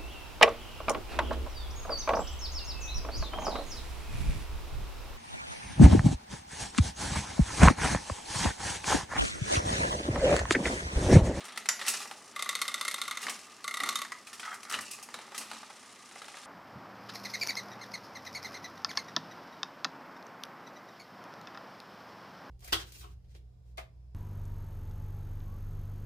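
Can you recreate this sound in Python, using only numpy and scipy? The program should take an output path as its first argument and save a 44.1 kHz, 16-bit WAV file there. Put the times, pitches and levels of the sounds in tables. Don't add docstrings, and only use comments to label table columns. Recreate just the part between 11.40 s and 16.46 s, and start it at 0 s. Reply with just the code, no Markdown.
import sys
import numpy as np
from scipy import signal
from scipy.fft import rfft, irfft, next_fast_len
from scipy.io import wavfile
from scipy.ndimage import map_coordinates

SR = 44100
rng = np.random.default_rng(int(sys.argv[2]) if len(sys.argv) > 2 else 0)


def master(y):
    cut = np.clip(np.atleast_2d(y).T, -1, 1)
    pcm = np.round(cut * 32767)
    wavfile.write(sys.argv[1], SR, pcm.astype(np.int16))


N = 223133
TIME = np.arange(N) / SR
AGE = np.arange(int(.38 * SR)) / SR
MID_ONLY = np.array([[1], [0]])

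# (f/Hz, level/dB)
AIR_EQ = [(25, -43), (55, -22), (100, -12.5), (150, -6), (230, 5.5), (300, -1), (400, 2), (510, -4.5),
          (700, -1), (1190, -1), (1700, -5.5), (3400, -9), (8600, -21), (11000, -20), (16000, -33)]
# (f/Hz, level/dB)
HUM_TONES = [(100, -84.5), (123, -82), (218, -80), (249, -77)]
# (f/Hz, level/dB)
HUSH_EQ = [(100, -30), (300, -17), (400, -3), (700, 6), (950, 2), (1300, -21), (3000, -60)]

# (t/s, hold/s, body level/dB, bright level/dB)
CHAIN_SHAKES = [(0.498, 0.03, -48, -34.5), (0.998, 0.88, -46.5, -49.5), (1.916, 0.03, -68, -43.5),
                (2.422, 0.12, -43.5, -45.5), (3.028, 0.032, -56, -45), (3.453, 0.069, -72, -45.5),
                (3.776, 0.049, -52.5, -57), (4.005, 0.18, -49.5, -49.5), (4.783, 0.23, -54.5, -54.5)]
# (f/Hz, level/dB)
SING_EQ = [(300, -28), (950, -19), (1130, -7), (1225, 0.5), (1330, -28), (1600, -16), (2050, -11),
           (2500, -49), (6000, -73)]
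# (start t/s, end t/s, links per second, tick level/dB, knock level/dB)
DRIVE_RUNS = [(0.005, 0.23, 25.7, -51, -47), (0.766, 0.93, 54, -57, -67), (2.034, 2.2, 26, -76, -59.5),
              (4.297, 5.05, 30.6, -56, -57)]
# (f/Hz, level/dB)
TICK_EQ = [(60, -62), (700, 0), (3000, -31), (5600, -3.5), (7200, -7.5), (8500, -6.5), (9500, -3),
           (10500, -16), (13000, -38)]

# (t/s, level/dB, hardness/dB, link f/Hz, decay multiplier)
PLATE_KNOCKS = [(0.052, -41.5, 3.5, 2050, 0.86), (0.175, -29.5, 2, 2047, 0.33),
                (0.257, -37, -1, 2060, 0.44), (0.393, -38.5, 0, 1970, 0.92), (0.414, -37, -2.5, 1885, 0.9),
                (0.451, -47, -5.5, 2050, .6), (0.464, -31, 4.5, 1920, 0.69), (0.475, -30, 1, 3080, 0.45),
                (0.481, -24.5, 9, 2660, 1.05), (0.487, -32.5, 6, 2860, 1.5), (0.54, -39.5, -4, 2040, 0.97),
                (0.604, -37.5, 3, 1180, 0.54), (0.616, -39.5, 2.5, 1930, 1.6), (1.817, -42, 8.5, 2520, 1.1),
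                (1.829, -36.5, 1.5, 2820, 1.3), (1.883, -37, -4, 1160, 0.92), (1.896, -32.5, 7, 2170, 0.74),
                (2.87, -43.5, 3, 2470, 1.05), (2.93, -41, 4, 1800, 1.1), (2.996, -39, 1.5, 3240, 0.59),
                (3.03, -44.5, -4.5, 1495, 1.1), (3.143, -44, 9.5, 1290, 0.52), (3.231, -41.5, 5, 1090, 0.4),
                (3.2974, -37.5, 7.5, 1340, 0.74), (3.3124, -36, 2, 1340, 0.35),
                (3.3244, -33.5, 6.5, 1270, 0.13), (3.331, -34.5, -0.5, 1235, 1.6),
                (3.3415, -37, -7.5, 2750, 0.14), (3.3459, -35.5, 0, 2510, 0.59),
                (3.409, -43, 12, 2460, 0.82), (3.512, -38.5, 10.5, 2620, 0.74), (3.535, -44, 7, 2560, .8),
                (3.627, -42, 8, 760, 0.86), (3.946, -39.5, 1.5, 1240, 1.6), (3.979, -34, 9.5, 1980, 0.77),
                (4.011, -41, 4, 1200, 0.92)]
# (f/Hz, level/dB)
LINK_BODY_EQ = [(120, -57.5), (200, -8), (334, -17.5), (399, -6.5), (506, -15), (814, -3), (1060, -5.5),
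                (1260, 4), (1490, -4), (2030, 0.5), (2220, -3), (2710, -3.5), (4000, -3.5), (5200, -13.5),
                (8800, -120)]
# (f/Hz, level/dB)
LINK_CLINK_EQ = [(1410, -41.5), (2400, 2), (2710, 3.5), (3360, -5), (4170, 0), (4740, 2.5), (5610, 3.5),
                 (6240, 1), (8010, 0), (9670, -3), (12000, -16), (15600, -53), (22000, -120)]
# (f/Hz, level/dB)
LINK_EDGE_EQ = [(300, -93), (4000, -82), (8000, 6.5), (11000, 3), (13000, -5.5), (15500, -14)]
# (f/Hz, level/dB, t60/s)
CHAINRING_MODES = [(2540, 0, 0.22), (2550, 1.5, 0.16), (4500, -8, 0.27), (5120, 1, 0.2), (5800, 0, .35),
                   (5680, 5.5, 0.36), (6480, 11, 0.1), (6670, 9, 0.28), (7870, 0, 0.37), (8400, -6, 0.36),
                   (9600, -22, 0.21), (11000, -19, .28)]

# (t/s, level/dB)
CAGE_HITS = [(0.2882, -20.5)]
# (f/Hz, level/dB)
CLANK_EQ = [(240, -99), (400, -29), (700, -13.5), (1100, -10), (1690, -8), (2060, -1.5), (2510, -10.5),
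            (3340, -9.5), (3890, -13), (4330, -8), (6420, -4.5), (7030, -3.5), (8820, -16), (11200, -14.5),
            (14100, -31), (15000, -66)]
# (f/Hz, level/dB, t60/s)
CAGE_MODES = [(1800, 14, 0.032), (2070, -7, .06), (2650, -8, .2), (4360, -4, 0.2), (5300, -5, 0.19),
              (5360, -7, 0.2), (5740, -6, .24), (6160, -8, 0.16), (6960, -8, 0.18), (6940, -7, 0.2),
              (7360, -6, .17), (10980, -6, .07)]

# (t/s, thock level/dB, click level/dB)
ROLLER_HITS = [(0.414, -38, -43), (0.539, -42.5, -52), (0.654, -45.5, -57), (0.7119, -41.5, -40.5),
               (3.587, -50.5, -54), (3.688, -48, -53), (3.7415, -41, -37), (3.789, -44.5, -47),
               (3.814, -60, -50), (3.879, -51, -63), (3.92, -46, -51.5), (4.114, -41.5, -41),
               (4.133, -48, -45), (4.23, -46.5, -62), (4.302, -46.5, -54), (4.712, -51, -52),
               (4.758, -44.5, -58), (4.818, -44, -47), (4.843, -49.5, -49.5), (4.882, -48, -47),
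               (4.943, -48, -61), (4.97, -47, -47), (5.033, -61, -51)]
# (f/Hz, level/dB)
THOCK_EQ = [(150, -39), (550, -7.5), (720, -7), (840, 3), (1020, -7), (1230, -3.5), (1500, -8),
            (2000, -5.5), (3000, -23), (6000, -48)]
# (f/Hz, level/dB)
ROLLER_CLICK_EQ = [(400, -24), (1400, 1.5), (2050, -1.5), (3000, -2), (4000, -1.5), (5000, -9),
                   (8500, -9.5), (11000, -14.5), (16000, -36)]

# (t/s, click level/dB, body level/dB)
PAWL_DROPS = [(0.9618, -43, -36), (0.9926, -43, -33.5), (1.0237, -33, -34.5), (1.0593, -48, -36.5),
              (1.091, -31, -31), (1.1524, -31.5, -33), (1.2162, -29.5, -28.5), (1.2799, -32.5, -31.5),
              (1.3417, -32.5, -32.5), (1.411, -33.5, -34), (1.45, -37.5, -34.5), (1.4804, -31.5, -32.5),
              (1.5119, -37, -38.5), (1.5419, -32, -35.5), (1.582, -46, -40), (1.6155, -33, -34),
              (1.6792, -39, -36.5), (1.711, -37, -34), (1.772, -38.5, -36.5), (2.2427, -41.5, -36),
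              (2.2784, -36.5, -34.5), (2.31, -44, -37), (2.3407, -37.5, -35.5), (2.3709, -38, -35.5),
              (2.402, -42.5, -29), (2.435, -35.5, -32), (2.4603, -44, -36.5), (2.4713, -46, -40),
              (2.4897, -29, -31), (2.5558, -29, -33.5), (2.589, -41, -40), (2.617, -38, -33)]
# (f/Hz, level/dB)
HUB_MODES = [(1135, -3), (1200, -3.5), (1290, -8.5), (1385, -6.5), (1965, -3), (2090, -2), (2760, -18),
             (3208, -36), (3655, 0), (3983, -10), (4285, -6), (4801, -25), (5555, -27), (5910, -13.5),
             (6250, -24), (6400, -7.5), (7490, -10.5), (8130, -8.5), (8446, -12.5), (8780, -15), (9716, -8),
             (10486, -40), (11218, -42), (11493, -11.5), (14098, -21)]
# (f/Hz, level/dB)
PAWL_SNAP_EQ = [(180, -57), (300, -23.5), (600, -8), (960, -19), (1150, -2), (1430, 1), (1660, -23),
                (2030, 3), (2440, -11.5), (3640, -4.5), (6410, -27), (6850, -31), (9880, -16.5),
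                (16000, -34)]
# (f/Hz, level/dB)
PAWL_TIP_EQ = [(60, -90), (300, -30), (2200, -2.5), (3700, 3.5), (5100, 1), (8300, -1), (11500, -4),
               (12800, -14.5), (16000, -24)]

# (t/s, level/dB, deepest mode f/Hz)
FRAME_JOLTS = [(1.844, -52, 224.7), (2.414, -45.5, 248), (2.453, -53, 213.7), (3.336, -50.5, 207),
               (3.354, -58.5, 93.8), (3.741, -56, 215.6), (3.981, -51.5, 203), (4.113, -51.5, 208.6)]
# (f/Hz, level/dB)
FRAME_EQ = [(30, -42), (70, -11), (160, 0), (260, 10), (400, 5.5), (650, 5), (1000, 9), (2000, -30)]
# (t/s, level/dB)
CLACK_HITS = [(1.867, -29), (2.649, -35.5), (2.7197, -32.5), (3.251, -44.5), (3.289, -68), (3.3885, -34)]
# (f/Hz, level/dB)
CLACK_EQ = [(40, -72), (100, -59), (600, -18), (900, -7.5), (1300, 1), (1600, -5.5), (1950, 7.5),
            (2250, -4), (2700, -17.5), (4300, -12), (10000, -19), (16000, -48)]

# (t/s, hold/s, level/dB)
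SCRAPE_STROKES = [(3.055, 0.088, -44), (3.303, .025, -39.5)]
# (f/Hz, level/dB)
SCRAPE_EQ = [(60, -65), (300, -38), (750, -10.5), (920, -3), (1040, -12), (1270, 4.5), (1450, 0),
             (1700, -6.5), (2100, -2.5), (2400, -19), (3000, -23), (3200, -6.5), (3600, -25), (9000, -35),
             (16000, -39)]
# (t/s, hold/s, level/dB)
RASP_STROKES = [(3.34, 0.0067, -42.5), (3.402, .006, -58), (3.427, 0.01, -54), (3.473, 0.013, -56),
                (3.51, 0.01, -55.5), (3.543, .01, -57)]

# (f/Hz, t60/s)
REVERB_DECAY = [(150, 1), (1000, 0.32), (4000, 0.4), (8000, 0.22), (15000, 0.68)]
# (f/Hz, level/dB)
REVERB_EQ = [(200, 0), (1200, -2.5), (3000, -6.5), (7000, -1.5), (14000, -9.5)]
# (f/Hz, level/dB)
SIDE_EQ = [(60, -25), (130, -37), (300, -26), (600, -17.5), (1200, -34.5), (2200, -23.5), (4500, -10),
           (9000, -7.5), (14000, -0.5)]


def amp(db):
    return 10 ** (np.asarray(db) / 20)


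def unit(x):
    return x / np.sqrt(np.mean(x ** 2) + 1e-20)


def unit_attack(x):
    return x / np.sqrt(np.mean(x[..., :SR // 200] ** 2) + 1e-20)


def along(points, hz):
    f, v = np.transpose(points)
    return np.interp(np.log(hz + 1), np.log(f + 1), v)


def wobble(rate):
    return map_coordinates(rng.standard_normal(int(N * rate / SR) + 4), [TIME * rate])


def filtered(x, gain):
    size = next_fast_len(N + SR // 4)
    return irfft(rfft(x, size) * gain(np.fft.rfftfreq(size, 1 / SR)), size)[..., :N]


def colour(x, eq):
    return filtered(x, lambda hz: amp(along(eq, hz)))


def response(eq, size=1024):
    gain = amp(along(eq, np.fft.rfftfreq(size, 1 / SR)))
    cepstrum = irfft(np.log(gain + 1e-6))
    fold = 1 + np.sign(size // 2 - np.arange(size))
    fold[0] = 1
    return irfft(np.exp(rfft(cepstrum * fold)))[None]


def fade(t60, hold=0):
    return amp(-60 * np.maximum(AGE - hold, 0) / t60)


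def swell(s, hold, rise_db_per_s, fall_db_per_s):
    before, after = np.maximum(s - TIME, 0), np.maximum(TIME - s - hold, 0)
    return amp(-rise_db_per_s * before - fall_db_per_s * after)


def excite(force, impulse):
    return unit_attack(signal.fftconvolve(force, impulse, axes=1)[:, :len(AGE)])


def burst(eq, envelope):
    return excite(rng.standard_normal((2, len(AGE))) * envelope, response(eq))


def grains(eq, rate, t60, rub):
    contacts = (rng.random(N) < rate / SR) * rng.random(N) ** 2
    power = np.abs(signal.fftconvolve(contacts, fade(t60) ** 2)[:N])
    envelope = np.sqrt(power + rub ** 2)
    return unit(colour(envelope * rng.standard_normal((2, N)), eq))


def ringing(hz, strength, phase, decay):
    angle = 2 * np.pi * hz[:, None] * AGE[:decay.shape[1]] + phase
    return strength @ (np.sin(angle.astype(np.float32)) * decay)


def steel(modes, detune=0.0047, rise_s=0.00028):
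    hz, db, t60 = np.transpose(modes)
    tuned = hz * (1 + detune * rng.standard_normal(len(hz)))
    decay = fade(t60[:, None]) * (1 - np.exp(-AGE / rise_s))
    phase = rng.uniform(0, 2 * np.pi, (2, len(hz), 1))
    return unit_attack(ringing(tuned, amp(db), phase, decay))


def add(track, s, sound):
    start = max(round(s * SR), 0)
    part = track[:, start:start + sound.shape[1]]
    part += sound[:, :part.shape[1]]


def room_tone(hiss_db=-58.5):
    hum = sum(amp(db) * np.sqrt(2) * np.sin(2 * np.pi * hz * TIME + 0.46 * wobble(12))
              for hz, db in HUM_TONES)
    hiss = unit(colour(rng.standard_normal((2, N)), AIR_EQ))
    return amp(hiss_db) * hiss + hum * MID_ONLY


def hush(db=-64, fall_db_per_s=7):
    return amp(db - fall_db_per_s * TIME) * unit(colour(rng.standard_normal((2, N)), HUSH_EQ))


def chain_rattle(body_trim_db=-4, bright_trim_db=-5, sing_db=-61):
    body, bright = amp(-70), amp(-55)
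    for s, hold, body_db, bright_db in CHAIN_SHAKES:
        shake = swell(s, hold, rise_db_per_s=180, fall_db_per_s=82)
        body = np.hypot(body, amp(body_db) * shake)
        bright = np.hypot(bright, amp(bright_db) * shake)
    rollers = amp(body_trim_db) * body * grains(LINK_BODY_EQ, rate=170, t60=0.016, rub=0.46)
    sing = amp(sing_db) * grains(SING_EQ, rate=82, t60=0.027, rub=0.15)
    jingle = amp(bright_trim_db) * bright * grains(LINK_CLINK_EQ, rate=260, t60=0.064, rub=0.27)
    return rollers + sing + jingle


def link_ticks(scatter_db=0.5, inner_db=-4, jitter_s=0.00097):
    out = np.zeros((2, N))
    for start, end, rate, tick_db, knock_db in DRIVE_RUNS:
        for k, s in enumerate(np.arange(start, end, 1 / rate)):
            tick = amp(tick_db + scatter_db * rng.standard_normal()) * burst(TICK_EQ, fade(t60=0.079))
            knock = amp(knock_db + inner_db * (k % 2)) * burst(LINK_BODY_EQ, fade(t60=0.24))
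            add(out, s + rng.normal(0, jitter_s), tick + knock)
    return out


def plate_knocks(body_db=-3, ring_db=-5, clink_db=-8, edge_db=-15, chainring_db=-18):
    out = np.zeros((2, N))
    for s, db, hard_db, hz, length in PLATE_KNOCKS:
        ring_env = fade(length * 0.06) * (1 - np.exp(-AGE / 0.00027))
        ring = unit_attack(np.sin(2 * np.pi * hz * AGE) * ring_env) * MID_ONLY
        knock = amp(body_db) * burst(LINK_BODY_EQ, fade(length * 0.12)) + amp(ring_db) * ring
        clink_env = fade(length * 0.11) + amp(-16.5) * fade(length * 0.12)
        clink = amp(clink_db) * burst(LINK_CLINK_EQ, clink_env)
        clink += length * amp(chainring_db) * steel(CHAINRING_MODES)
        edges = amp(edge_db) * burst(LINK_EDGE_EQ, fade(length * 0.15))
        hit = amp(-hard_db) * knock + amp(0.5 * hard_db) * clink + amp(1.08 * hard_db) * edges
        add(out, s, amp(db) * hit)
    return out


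def cage_clank(ring_db=-23, body_t60=0.065, crack_t60=0.028):
    out = np.zeros((2, N))
    for s, db in CAGE_HITS:
        blow = burst(CLANK_EQ, fade(body_t60) + fade(crack_t60))
        add(out, s, amp(db) * (blow + amp(ring_db) * steel(CAGE_MODES)))
    return out


def roller_seats(t60=0.037, shiver_db=-17, shiver_t60=0.16):
    out = np.zeros((2, N))
    envelope = fade(t60) + amp(shiver_db) * fade(shiver_t60)
    for s, thock_db, click_db in ROLLER_HITS:
        add(out, s, amp(thock_db) * burst(THOCK_EQ, envelope))
        add(out, s, amp(click_db) * burst(ROLLER_CLICK_EQ, envelope))
    return out


def ghost_drops(long_gap_s=0.05, lag_s=0.037, click_trim_db=-17.5, body_trim_db=-12):
    gaps = np.diff([row[0] for row in PAWL_DROPS])
    return [(s + lag_s, click_db + click_trim_db, body_db + body_trim_db)
            for (s, click_db, body_db), gap in zip(PAWL_DROPS, gaps) if gap > long_gap_s]


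def freewheel(snap_db=-3, crack_db=-1, buzz_db=-9, side_db=-3, crossover_hz=2400, rise_cycles=2.2):
    out = np.zeros((2, N))
    hz, mode_db = np.transpose(HUB_MODES)
    is_low = hz < crossover_hz
    mode_t60 = 0.03 * (hz[:, None] / 3000) ** -.25
    decay = (fade(mode_t60) * (1 - np.exp(-AGE * hz[:, None] / rise_cycles)))[:, :SR // 20]
    snap_env = fade(0.022, hold=0.0038) + amp(-12) * fade(0.08)
    crack_env = fade(0.028) + amp(-1) * fade(0.015)
    buzz_env = amp(buzz_db) * fade(0.17) / np.linalg.norm(fade(0.17))
    for s, click_db, body_db in PAWL_DROPS + ghost_drops():
        strength = amp(mode_db + 2 * rng.standard_normal(len(hz)))
        tuned = hz * (1 + .008 * rng.standard_normal(len(hz)))
        phase = rng.uniform(0, 2 * np.pi, (2, len(hz), 1))
        contacts = np.zeros(len(AGE))
        contacts[0] = 1
        for delay_s, bounce_db in (0.0042, -8), (0.017, -14):
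            contacts[round(SR * delay_s * amp(1.5 * rng.standard_normal()))] += amp(bounce_db)
        force = (contacts + buzz_env * rng.standard_normal(len(AGE)))[None]
        hollow = excite(force, ringing(tuned, strength * is_low, phase, decay))
        ring = excite(force, ringing(tuned, strength * ~is_low, phase, decay))
        crack = burst(PAWL_TIP_EQ, signal.fftconvolve(contacts, crack_env)[:len(AGE)])
        snap = burst(PAWL_SNAP_EQ, snap_env)
        add(out, s, amp(click_db) * (ring + amp(crack_db) * crack))
        add(out, s, amp(body_db) * (hollow + amp(snap_db) * snap))
    return colour(out, [(50, -25), (300, -0.5)]) * amp([[0], [side_db]])


def frame_thuds(boom_db=-1, shudder_db=2, rise_s=0.0094, sharp_share=0.153, sag_s=0.061):
    out = np.zeros((2, N))
    bent_age = AGE + sharp_share * sag_s * (1 - np.exp(-AGE / sag_s))
    attack = 1 - np.exp(-AGE / rise_s)
    for s, db, hz in FRAME_JOLTS:
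        boom = amp(boom_db) * np.sin(2 * np.pi * hz * bent_age) * fade(t60=0.54)
        shudder = amp(shudder_db) * burst(FRAME_EQ, fade(t60=0.4))
        add(out, s, amp(db) * (boom + shudder) * attack)
    return out


def pawl_clacks(t60=0.039):
    out = np.zeros((2, N))
    for s, db in CLACK_HITS:
        add(out, s, amp(db) * burst(CLACK_EQ, fade(t60)))
    return out


def cage_scrape():
    pressure = sum(amp(db) * swell(s, hold, rise_db_per_s=400, fall_db_per_s=700)
                   for s, hold, db in SCRAPE_STROKES)
    return pressure * grains(SCRAPE_EQ, rate=180, t60=0.036, rub=0.24)


def cage_rasp(start_hz=2940, sag_hz_per_s=1500, width_hz=380, grit_db=4, slips_per_s=260):
    pressure = sum(amp(db) * swell(s, hold, rise_db_per_s=1300, fall_db_per_s=700)
                   for s, hold, db in RASP_STROKES)
    centre_hz = start_hz - sag_hz_per_s * (TIME - RASP_STROKES[0][0])
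    phase = 2 * np.pi * np.cumsum(centre_hz) / SR
    band = wobble(width_hz) * np.cos(phase) + wobble(width_hz) * np.sin(phase)
    grit = amp(grit_db * np.tanh(wobble(slips_per_s)))
    return pressure * unit(band * grit) * MID_ONLY


def wall_reverb(send, segments=12, rise_s=0.0024):
    out = np.zeros((2, N))
    edges = np.linspace(0, N, segments + 1).astype(int)
    for start, end in zip(edges, edges[1:]):
        hz, t, spectrum = signal.stft(rng.standard_normal((2, len(AGE))), SR, nperseg=256)
        decay = amp(-60 * t / along(REVERB_DECAY, hz)[:, None])
        tail = signal.istft(spectrum * decay, SR, nperseg=256)[1][:, :len(AGE)]
        tail *= 1 - np.exp(-AGE / rise_s)
        tail /= np.linalg.norm(tail[0])
        add(out, start / SR, signal.fftconvolve(send[None, start:end], tail, axes=1))
    return colour(out, REVERB_EQ)


def scene(clank_side_db=2, thud_side_db=-12, air_side_db=2):
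    wheel = freewheel()
    chain = plate_knocks() + roller_seats() + pawl_clacks() + cage_scrape() + cage_rasp()
    clank = cage_clank() * amp([[0], [clank_side_db]])
    walls = wall_reverb(send=amp(-5) * wheel[0] + amp(-1.5) * chain[0] + amp(1) * clank[0])
    frame = frame_thuds() * amp([[0], [thud_side_db]])
    air = room_tone() * amp([[0], [air_side_db]])
    mid, side = wheel + chain + clank + walls + frame + chain_rattle() + link_ticks() + air
    side = colour(side, SIDE_EQ)
    return np.array([mid + side, mid - side]) + hush()


def record(dry, low_cut_hz=45, top_hz=16100):
    return filtered(dry, lambda hz: (hz < top_hz) * hz ** 2 / np.sqrt(hz ** 4 + low_cut_hz ** 4))


dry = scene()
out = record(dry)
master(out)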